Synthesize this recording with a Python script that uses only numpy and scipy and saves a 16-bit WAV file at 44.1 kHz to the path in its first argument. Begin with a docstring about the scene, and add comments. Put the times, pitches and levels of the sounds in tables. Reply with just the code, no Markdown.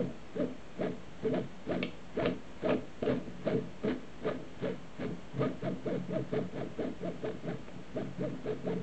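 """From the start, fingers twist the pulley of an unpowered stepper motor in short turns. With each twist
the rotor's magnetic bumps (cogging) make a tone that sweeps up and down through the frame's resonances,
a toothed belt rumbles, and bearing balls rattle as it drags carriages along a steel rail on a desk.
From about 1 to 4 seconds the carriages knock together now and then. The motor judders most near 4 seconds,
then runs more smoothly, with one more knock near 8. A small room, a low hum and hiss are heard all along."""
import sys
import numpy as np
from scipy import signal
from scipy.fft import rfft, irfft, next_fast_len
from scipy.io import wavfile
from scipy.ndimage import uniform_filter1d

SR = 44100
rng = np.random.default_rng(int(sys.argv[2]) if len(sys.argv) > 2 else 0)


def pcm_store(signal):
    """Save signal as 16-bit PCM."""
    levels = np.round(np.clip(np.atleast_2d(signal), -1, 1) * 32767)
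    wavfile.write(sys.argv[1], SR, levels.astype(np.int16).T)


N = 388962
TIME = np.arange(N) / SR

# The notes a carriage rings with. Each row: pitch in Hz, level in dB, seconds to fade by 60 dB.
CARRIAGE_NOTES = [(950, -9.5, 0.011), (1180, -19.5, 0.032), (1746, -9, 0.032), (2240, -12.5, 0.022),
                  (2275, -3.5, 0.017), (2500, -4, 0.017), (2763, -3, .018), (2995, -15, 0.061),
                  (3017, -17.5, 0.067), (3150, -19.5, 0.077), (3270, -18, 0.1), (3410, -20.5, 0.052),
                  (3580, -20, 0.041), (3735, -11, 0.013), (4300, -10.5, 0.0057)]


def motor(rate_hz, half_db=-0.5, double_db=-16, wobble=0.0565):
    """The rotor snaps past its magnetic resting spots: a tone, with weaker ones an octave down and up."""
    # The rotor judders most while both carriages are dragged. Each row: time in seconds, roughness 0 to 1.
    judder = [(0, 0.25), (1.3, 0.25), (2.7, 0.37), (3.1, 0.48), (3.9, .6), (5.0, 0.51), (5.7, 0.2),
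              (6.2, 0.14), (8.82, 0.22)]
    # The motor sings out at the frame's main resonances. Each row: cogging rate in Hz, gain in dB.
    gain_by_rate = [(150, -2.5), (290, -3), (435, 1.2), (525, -1.5), (625, 1.5), (740, -2), (900, -1.5),
                    (1250, -2.3)]
    rough = np.interp(TIME, *np.transpose(judder))
    phase = 2 * np.pi * np.cumsum(rate_hz * (1 + wobble * rough * drift(250))) / SR
    torque = np.sin(phase) + from_db(half_db) * np.sin(phase / 2) + from_db(double_db) * np.sin(2 * phase)
    torque *= 1 + rough * drift(300)
    tone = evened(frame(torque), window_s=0.025, slack=0.032)
    return tone * from_db(np.interp(rate_hz, *np.transpose(gain_by_rate)))


def belt(boom_db, boom_hz=194, flutter_db=0.97):
    """Belt teeth seat unevenly on the pulley and shake the frame, at times with more low boom."""
    # The tone of the teeth's push. Each row: frequency in Hz, level in dB.
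    spectrum = [(40, 3), (80, -33.5), (130, 7.5), (250, 7.5), (450, -10.5), (680, -14), (800, -14),
                (1300, -26)]
    force = coloured(grains(900, spread_db=0.5), spectrum)
    low = signal.sosfiltfilt(signal.butter(6, boom_hz, fs=SR, output="sos"), force)
    rumble = evened(frame(force + (from_db(boom_db) - 1) * low), window_s=0.048, slack=0.18)
    return rumble * from_db(flutter_db * drift(55))


def bearings(rate_hz, ring_share=0.27, flutter_db=1.9):
    """Balls jostle in their tracks, more often the faster the carriage slides, and set it ringing."""
    # The tone of the rattle. Each row: frequency in Hz, level in dB.
    spectrum = [(300, 4), (700, 1), (900, -1.5), (1250, -0.5), (1700, -0.5), (2200, -4.5), (2600, -8.5),
                (3100, -4.5), (3800, -6), (4500, -15.5), (5300, -34), (8000, -51.5)]
    ticks_per_s = 600 + 2.5 * rate_hz
    ticks = rms_one(grains(ticks_per_s, spread_db=2.5) / np.sqrt(ticks_per_s))
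    ringing = rms_one(sum(from_db(db) * ring(ticks, hz, fade_s) for hz, db, fade_s in CARRIAGE_NOTES))
    return coloured(ticks + ring_share * ringing, spectrum) * from_db(flutter_db * drift(170))


def knocks(ring_db=-4.5, thud_db=40.0, contact_s=0.00036, dull_hz=4600, bounce_s=0.0016, bounce_db=-6.5):
    """Each knock chatters for a moment, rings the carriage and thuds into the frame."""
    # Carriages and pulley knocking. Each row: start in seconds, level in dB, extra thud in dB,
    # brightness in dB per octave.
    hits = [(1.3432, -33, -10, -8.5), (1.7131, -41.5, 13, -3), (1.8276, -23, -4, 5), (2.225, -34.5, 6, -18),
            (2.2575, -25, 5.5, 5.5), (2.692, -29.5, 8.5, -5), (2.7072, -25, -1.5, -10.5),
            (3.028, -37, 5, 0), (3.0613, -37.5, 8, 6.5), (3.4746, -48, -1, 19), (3.514, -46, 5, 3),
            (3.836, -51, 16, -1), (4.234, -55, -19, 3), (7.682, -44, 6, -11)]
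    start_s, level_db, extra_thud_db, brightness = np.transpose(hits)
    touches = np.arange(4)  # the first touch, then three quick, weaker bounces
    jitter = rng.uniform(-0.35, 0.3, (len(hits), len(touches))) * (touches > 0)
    at = ((start_s[:, None] + bounce_s * (touches + jitter)) * SR).astype(int)
    sound = np.zeros(N)
    for hz, db, fade_s in CARRIAGE_NOTES:
        strength_db = level_db + db + ring_db + brightness * np.log2(hz / 2200)
        clicks = np.zeros(N)
        clicks[at] = from_db(strength_db[:, None] + bounce_db * touches) * rng.choice([-1, 1], at.shape)
        sound += ring(clicks, hz, fade_s)
    push = np.zeros(N)
    push[at[:, 0]] = from_db(level_db + extra_thud_db + thud_db)
    soft = np.exp(-1 / (contact_s * SR))  # plastic faces soften the blow
    sound += frame(signal.lfilter([1 - soft], [1, -soft], push))
    return signal.sosfilt(signal.butter(6, dull_hz, fs=SR, output="sos"), sound)


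def frame(force, low_hz=117, high_hz=669):
    """Frame and desk sound hollow, in a narrow band; the steel rail rings faintly above it."""
    # Resonances of the frame with the desk, and of the rail. Each row: pitch in Hz, width in Hz, gain in dB.
    frame_notes = [(137.2, 8, -1), (181, 5.7, 1.5), (219, 73, -12.5), (258.5, 6.7, -1.5), (315.6, 26, -6),
                   (349.7, 16, -3.5), (435.9, 30, 5.5), (484, 15, -0.5), (552.4, 71, -6.5), (603, 27, 0.5),
                   (628.6, 60, -5.5), (662, 5.1, -15)]
    rail_notes = [(1248, 41, -1), (1370, 260, -12), (1710, 90, -31)]
    cut_lows = signal.butter(3, low_hz, "high", fs=SR, output="sos")
    cut_highs = signal.butter(8, high_hz, fs=SR, output="sos")
    hollow = signal.sosfilt(np.vstack([cut_lows, cut_highs]), resonances(force, frame_notes))
    return hollow + resonances(force, rail_notes)


def cogging_rate(top_s, top_hz, rise_s, fall_s, creep_hz=92.44, roundness=2.05):
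    """Magnetic bumps per second: a rounded hump for each twist, and a slow creep in between."""
    t, rate = TIME[::20], creep_hz
    for s, hz, rise, fall in zip(top_s, top_hz, rise_s, fall_s):
        away = np.abs((t - s) / np.where(t < s, rise, fall))
        hump = np.exp(-np.minimum(away, 10) ** roundness)
        rate = np.maximum(rate, creep_hz + (hz - creep_hz) * hump)
    return np.interp(TIME, t, rate)


def swell(top_s, level_db, before_s, after_s, rise_db_per_s, fall_db_per_s, rest_db, lean_db=0):
    """A gain that rises, holds from before_s ahead of each top speed to after_s past it, then falls."""
    t, db = TIME[::20], rest_db
    for s, full_db, before, after, lean in np.broadcast(top_s, level_db, before_s, after_s, lean_db):
        early, late = np.maximum(s - before - t, 0), np.maximum(t - s - after, 0)
        tilt_db = lean * np.clip((t - s) / 0.012, -1, 1)  # complete 12 ms either side of top speed
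        db = np.maximum(db, full_db + tilt_db - rise_db_per_s * early - fall_db_per_s * late)
    return np.interp(TIME, t, from_db(db))


def room(x, echo_db, fade_s=0.28):
    """Dense echoes from the desk and near walls die away."""
    t = TIME[:SR // 2]
    tail = rng.standard_normal(len(t)) * from_db(-60 * t / fade_s) * (t > 0.003)
    return x + from_db(echo_db) * signal.fftconvolve(x, tail / np.linalg.norm(tail))[:N]


def background(noise_db=-51.5):
    """Room rumble, microphone hiss, a steady hum and a faint electrical whine."""
    # The hum and whine. Each row: pitch in Hz, average level in dB.
    tones = [(52, -66), (4389, -79.5), (6222, -89.5)]
    # The tone of the rumble and hiss. Each row: frequency in Hz, relative level in dB.
    spectrum = [(20, -49.5), (40, 3), (56, 6), (90, -0.5), (190, 6), (300, 0.5), (470, -1), (600, -0.5),
                (740, -4.5), (1500, -9.5), (3200, -13.5), (4400, -23.5), (7500, -24), (8300, -29)]
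    hum = sum(from_db(db) * np.sqrt(2) * np.sin(2 * np.pi * (hz * TIME + rng.random())) for hz, db in tones)
    return hum + from_db(noise_db) * coloured(rng.standard_normal(N), spectrum)


def from_db(db):
    """Turn decibels into a gain."""
    return 10 ** (np.asarray(db) / 20)


def rms_one(x):
    """Scale a signal to an average power of 1."""
    return x / np.sqrt(np.mean(x ** 2) + 1e-20)


def coloured(x, spectrum):
    """Shape a signal's lows and highs along a curve of (Hz, dB) points; its power comes out as 1."""
    hz, db = np.transpose(spectrum)
    size = next_fast_len(N)
    bins_hz = np.maximum(np.fft.rfftfreq(size, 1 / SR), 1)
    gain = from_db(np.interp(np.log(bins_hz), np.log(hz), db))
    return rms_one(irfft(rfft(x, size) * gain, size)[:N])


def drift(per_s):
    """A random wander, about 1 in size, that changes course per_s times a second."""
    points = rng.standard_normal(N // 10)
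    return rms_one(np.interp(TIME * per_s, np.arange(len(points)), points))


def grains(per_s, spread_db):
    """Tiny impacts of uneven size at random moments."""
    sizes = from_db(spread_db * np.minimum(rng.exponential(1, N), 4)) * rng.choice([-1, 1], N)
    return sizes * (rng.random(N) < per_s / SR)


def ring(x, hz, fade_s):
    """Each click starts a pure tone that fades by 60 dB in fade_s seconds."""
    decay, step = from_db(-60 / (fade_s * SR)), 2 * np.pi * hz / SR
    return signal.lfilter([0, np.sin(step)], [1, -2 * decay * np.cos(step), decay ** 2], x + 1e-18)


def resonances(force, notes):
    """One force shakes several resonances side by side, with dips between them."""
    sound = np.zeros(N)
    for hz, width_hz, db in notes:
        decay = np.exp(-np.pi * width_hz / SR)
        gain = (1 - decay ** 2) / 2 * from_db(db)
        feedback = [1, -2 * decay * np.cos(2 * np.pi * hz / SR), decay ** 2]
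        sound += signal.lfilter([gain, 0, -gain], feedback, force + 1e-18)
    return sound


def evened(x, window_s, slack):
    """Even out the loudness, but keep the brief swell at each resonance."""
    x = rms_one(x)
    local_power = uniform_filter1d(x ** 2, int(window_s * SR))
    return x * np.sqrt((1 + slack) / (local_power + slack))


def scene():
    """The twists drive motor, belt and bearings; they and the knocks sound in the same small room."""
    # Twists of the pulley, a few in two pushes. Each row: time of top speed in seconds, top cogging rate
    # in Hz, seconds speeding up, seconds slowing down, motor level in dB, its lean in dB (above 0, fingers
    # press harder late), belt level in dB, bearing level in dB, belt boom in dB, seconds the belt is taut
    # before top speed, seconds it shudders after.
    twists = [(0.007, 503.0, 0.038, 0.023, -28.5, -6.5, -37.5, -50, -1.5, 0.03, 0.067),
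              (0.404, 606.0, 0.06, 0.055, -33.5, 2.5, -36.5, -47.5, -14, 0.0088, 0.081),
              (0.844, 840.0, 0.05, 0.038, -32, -0.5, -38, -43, -2.3, 0.054, 0.066),
              (1.254, 457.0, 0.018, 0.056, -32.5, 1.5, -36.5, -48.5, -9, 0.013, 0.085),
              (1.364, 729.3, 0.059, 0.034, -32.5, 1.5, -38.5, -45.5, 4.5, 0.055, 0.049),
              (1.731, 742.6, 0.051, 0.055, -34.5, -2.5, -36, -42, -9, 0.051, 0.097),
              (2.204, 690.7, 0.04, 0.031, -33, -1, -47, -44.5, -1, 0.06, 0.01),
              (2.249, 1038, 0.04, 0.023, -32.5, 4.5, -37.5, -39, -3.5, 0.027, 0.066),
              (2.657, 647, 0.026, 0.03, -31.5, 1.5, -40, -45, -7, 0.031, 0.01),
              (2.697, 1084, 0.04, 0.034, -30, 3.5, -32.5, -40, -13.5, 0.011, 0.053),
              (3.036, 718.0, 0.013, 0.045, -35, -2, -42, -64, -3.8, 0.0052, 0.06),
              (3.101, 592.0, 0.042, 0.084, -32.5, -1.5, -33.5, -41.5, -5, 0.039, 0.06),
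              (3.288, 269.0, 0.029, 0.021, -39.5, -1, -49, -68, 2.7, 0.031, 0.15),
              (3.494, 829.0, 0.031, 0.03, -31.5, -3, -31.5, -42, -12, 0.027, 0.059),
              (3.565, 478.0, 0.044, 0.043, -33, -1, -43, -51.5, 8, 0.04, 0.096),
              (3.887, 544.0, 0.028, 0.092, -40.0, -1, -30, -43, -16, 0.038, 0.013),
              (4.288, 1236.0, 0.038, 0.029, -31, -1, -42, -40.4, -5.5, 0.064, 0.096),
              (4.416, 252.0, 0.024, 0.031, -55, 2, -45.5, -64.3, -2.5, 0.024, 0.025),
              (4.657, 555.0, 0.038, 0.095, -34, -0.5, -41.5, -44, -9, 0.032, 0.057),
              (5.03, 562.0, 0.033, 0.037, -37.5, 2.5, -38, -45.5, 2.3, 0.03, 0.092),
              (5.363, 214.0, 0.019, 0.019, -46, 9, -39, -63, 4, 0.01, 0.019),
              (5.433, 1259.0, 0.037, 0.043, -31.5, -1.5, -33, -41.5, -4, 0.046, 0.045),
              (5.66, 696.0, 0.048, 0.054, -38, 3.5, -37.3, -47, 0, 0.024, 0.067),
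              (5.887, 707.0, 0.036, 0.043, -37.5, -3.5, -37.5, -49, -6.5, 0.016, 0.058),
              (5.937, 549.0, 0.032, 0.041, -34, -1, -38, -49.5, 7, 0.029, 0.073),
              (6.151, 657.7, 0.068, 0.053, -36.5, 4, -38.5, -49, 5, 0.056, 0.073),
              (6.368, 894.0, 0.045, 0.032, -31, 1.5, -36.8, -44.5, -1, 0.039, 0.064),
              (6.593, 776.0, 0.048, 0.047, -39, 3, -40.2, -47.5, 0.5, 0.053, 0.071),
              (6.829, 811.0, 0.046, 0.028, -35.0, -0.5, -37.5, -47.1, -10.5, 0.037, 0.051),
              (7.064, 691.0, 0.044, 0.049, -37, 0.5, -42, -49.5, 0.7, 0.049, 0.075),
              (7.271, 882.0, 0.039, 0.033, -34, -0.5, -43.5, -46.5, -3.5, 0.043, 0.086),
              (7.501, 810.0, 0.04, 0.033, -38, -1, -38.5, -48.5, 4.3, 0.055, 0.04),
              (7.777, 185.0, 0.026, 0.031, -45.5, -3, -50, -73, 1.5, 0.031, 0.027),
              (7.993, 806.0, 0.036, 0.045, -35.5, -2, -39, -48.5, 4.5, 0.037, 0.074),
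              (8.243, 617.0, 0.054, 0.06, -35.5, 0.5, -39.5, -49.5, 3.5, 0.056, 0.11),
              (8.494, 899.0, 0.042, 0.038, -34, 2, -43, -47, -2.7, 0.049, 0.088),
              (8.709, 928.0, 0.054, 0.034, -33, -1, -38.5, -47, 1.2, 0.062, 0.059),
              (8.782, 473.0, 0.037, 0.057, -41.2, -5, -43, -68, 10, 0.044, 0.06)]
    (top_s, top_hz, rise_s, fall_s, motor_db, lean_db,
     belt_db, bearing_db, boom_db, taut_s, shudder_s) = np.transpose(twists)
    rate_hz = cogging_rate(top_s, top_hz, rise_s, fall_s)
    motor_gain = swell(top_s, motor_db, 0.7 * rise_s, 0.38 * fall_s,
                       rise_db_per_s=848, fall_db_per_s=235, rest_db=-63, lean_db=lean_db)
    belt_gain = swell(top_s, belt_db, taut_s, 0.93 * shudder_s,
                      rise_db_per_s=801, fall_db_per_s=167.5, rest_db=-57.5)
    bearing_gain = swell(top_s, bearing_db, 0.26 * rise_s, 0.25 * fall_s,
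                         rise_db_per_s=284.5, fall_db_per_s=218, rest_db=-73.5)
    tone = motor_gain * motor(rate_hz)
    rumble = belt_gain * belt(np.interp(TIME, top_s, boom_db))
    rattle = bearing_gain * bearings(rate_hz)
    machine = room(tone + rumble, echo_db=-15.5) + room(rattle, echo_db=-15) + room(knocks(), echo_db=-6)
    return (machine + background())[None]


def record(dry):
    """The microphone passes only 36 to 8300 Hz, and its signal rests slightly below zero."""
    sound = signal.sosfilt(signal.butter(4, 36, "high", fs=SR, output="sos"), dry)
    return signal.sosfiltfilt(signal.butter(16, 8300, fs=SR, output="sos"), sound - 0.0062)


dry = scene()
out = record(dry)
pcm_store(out)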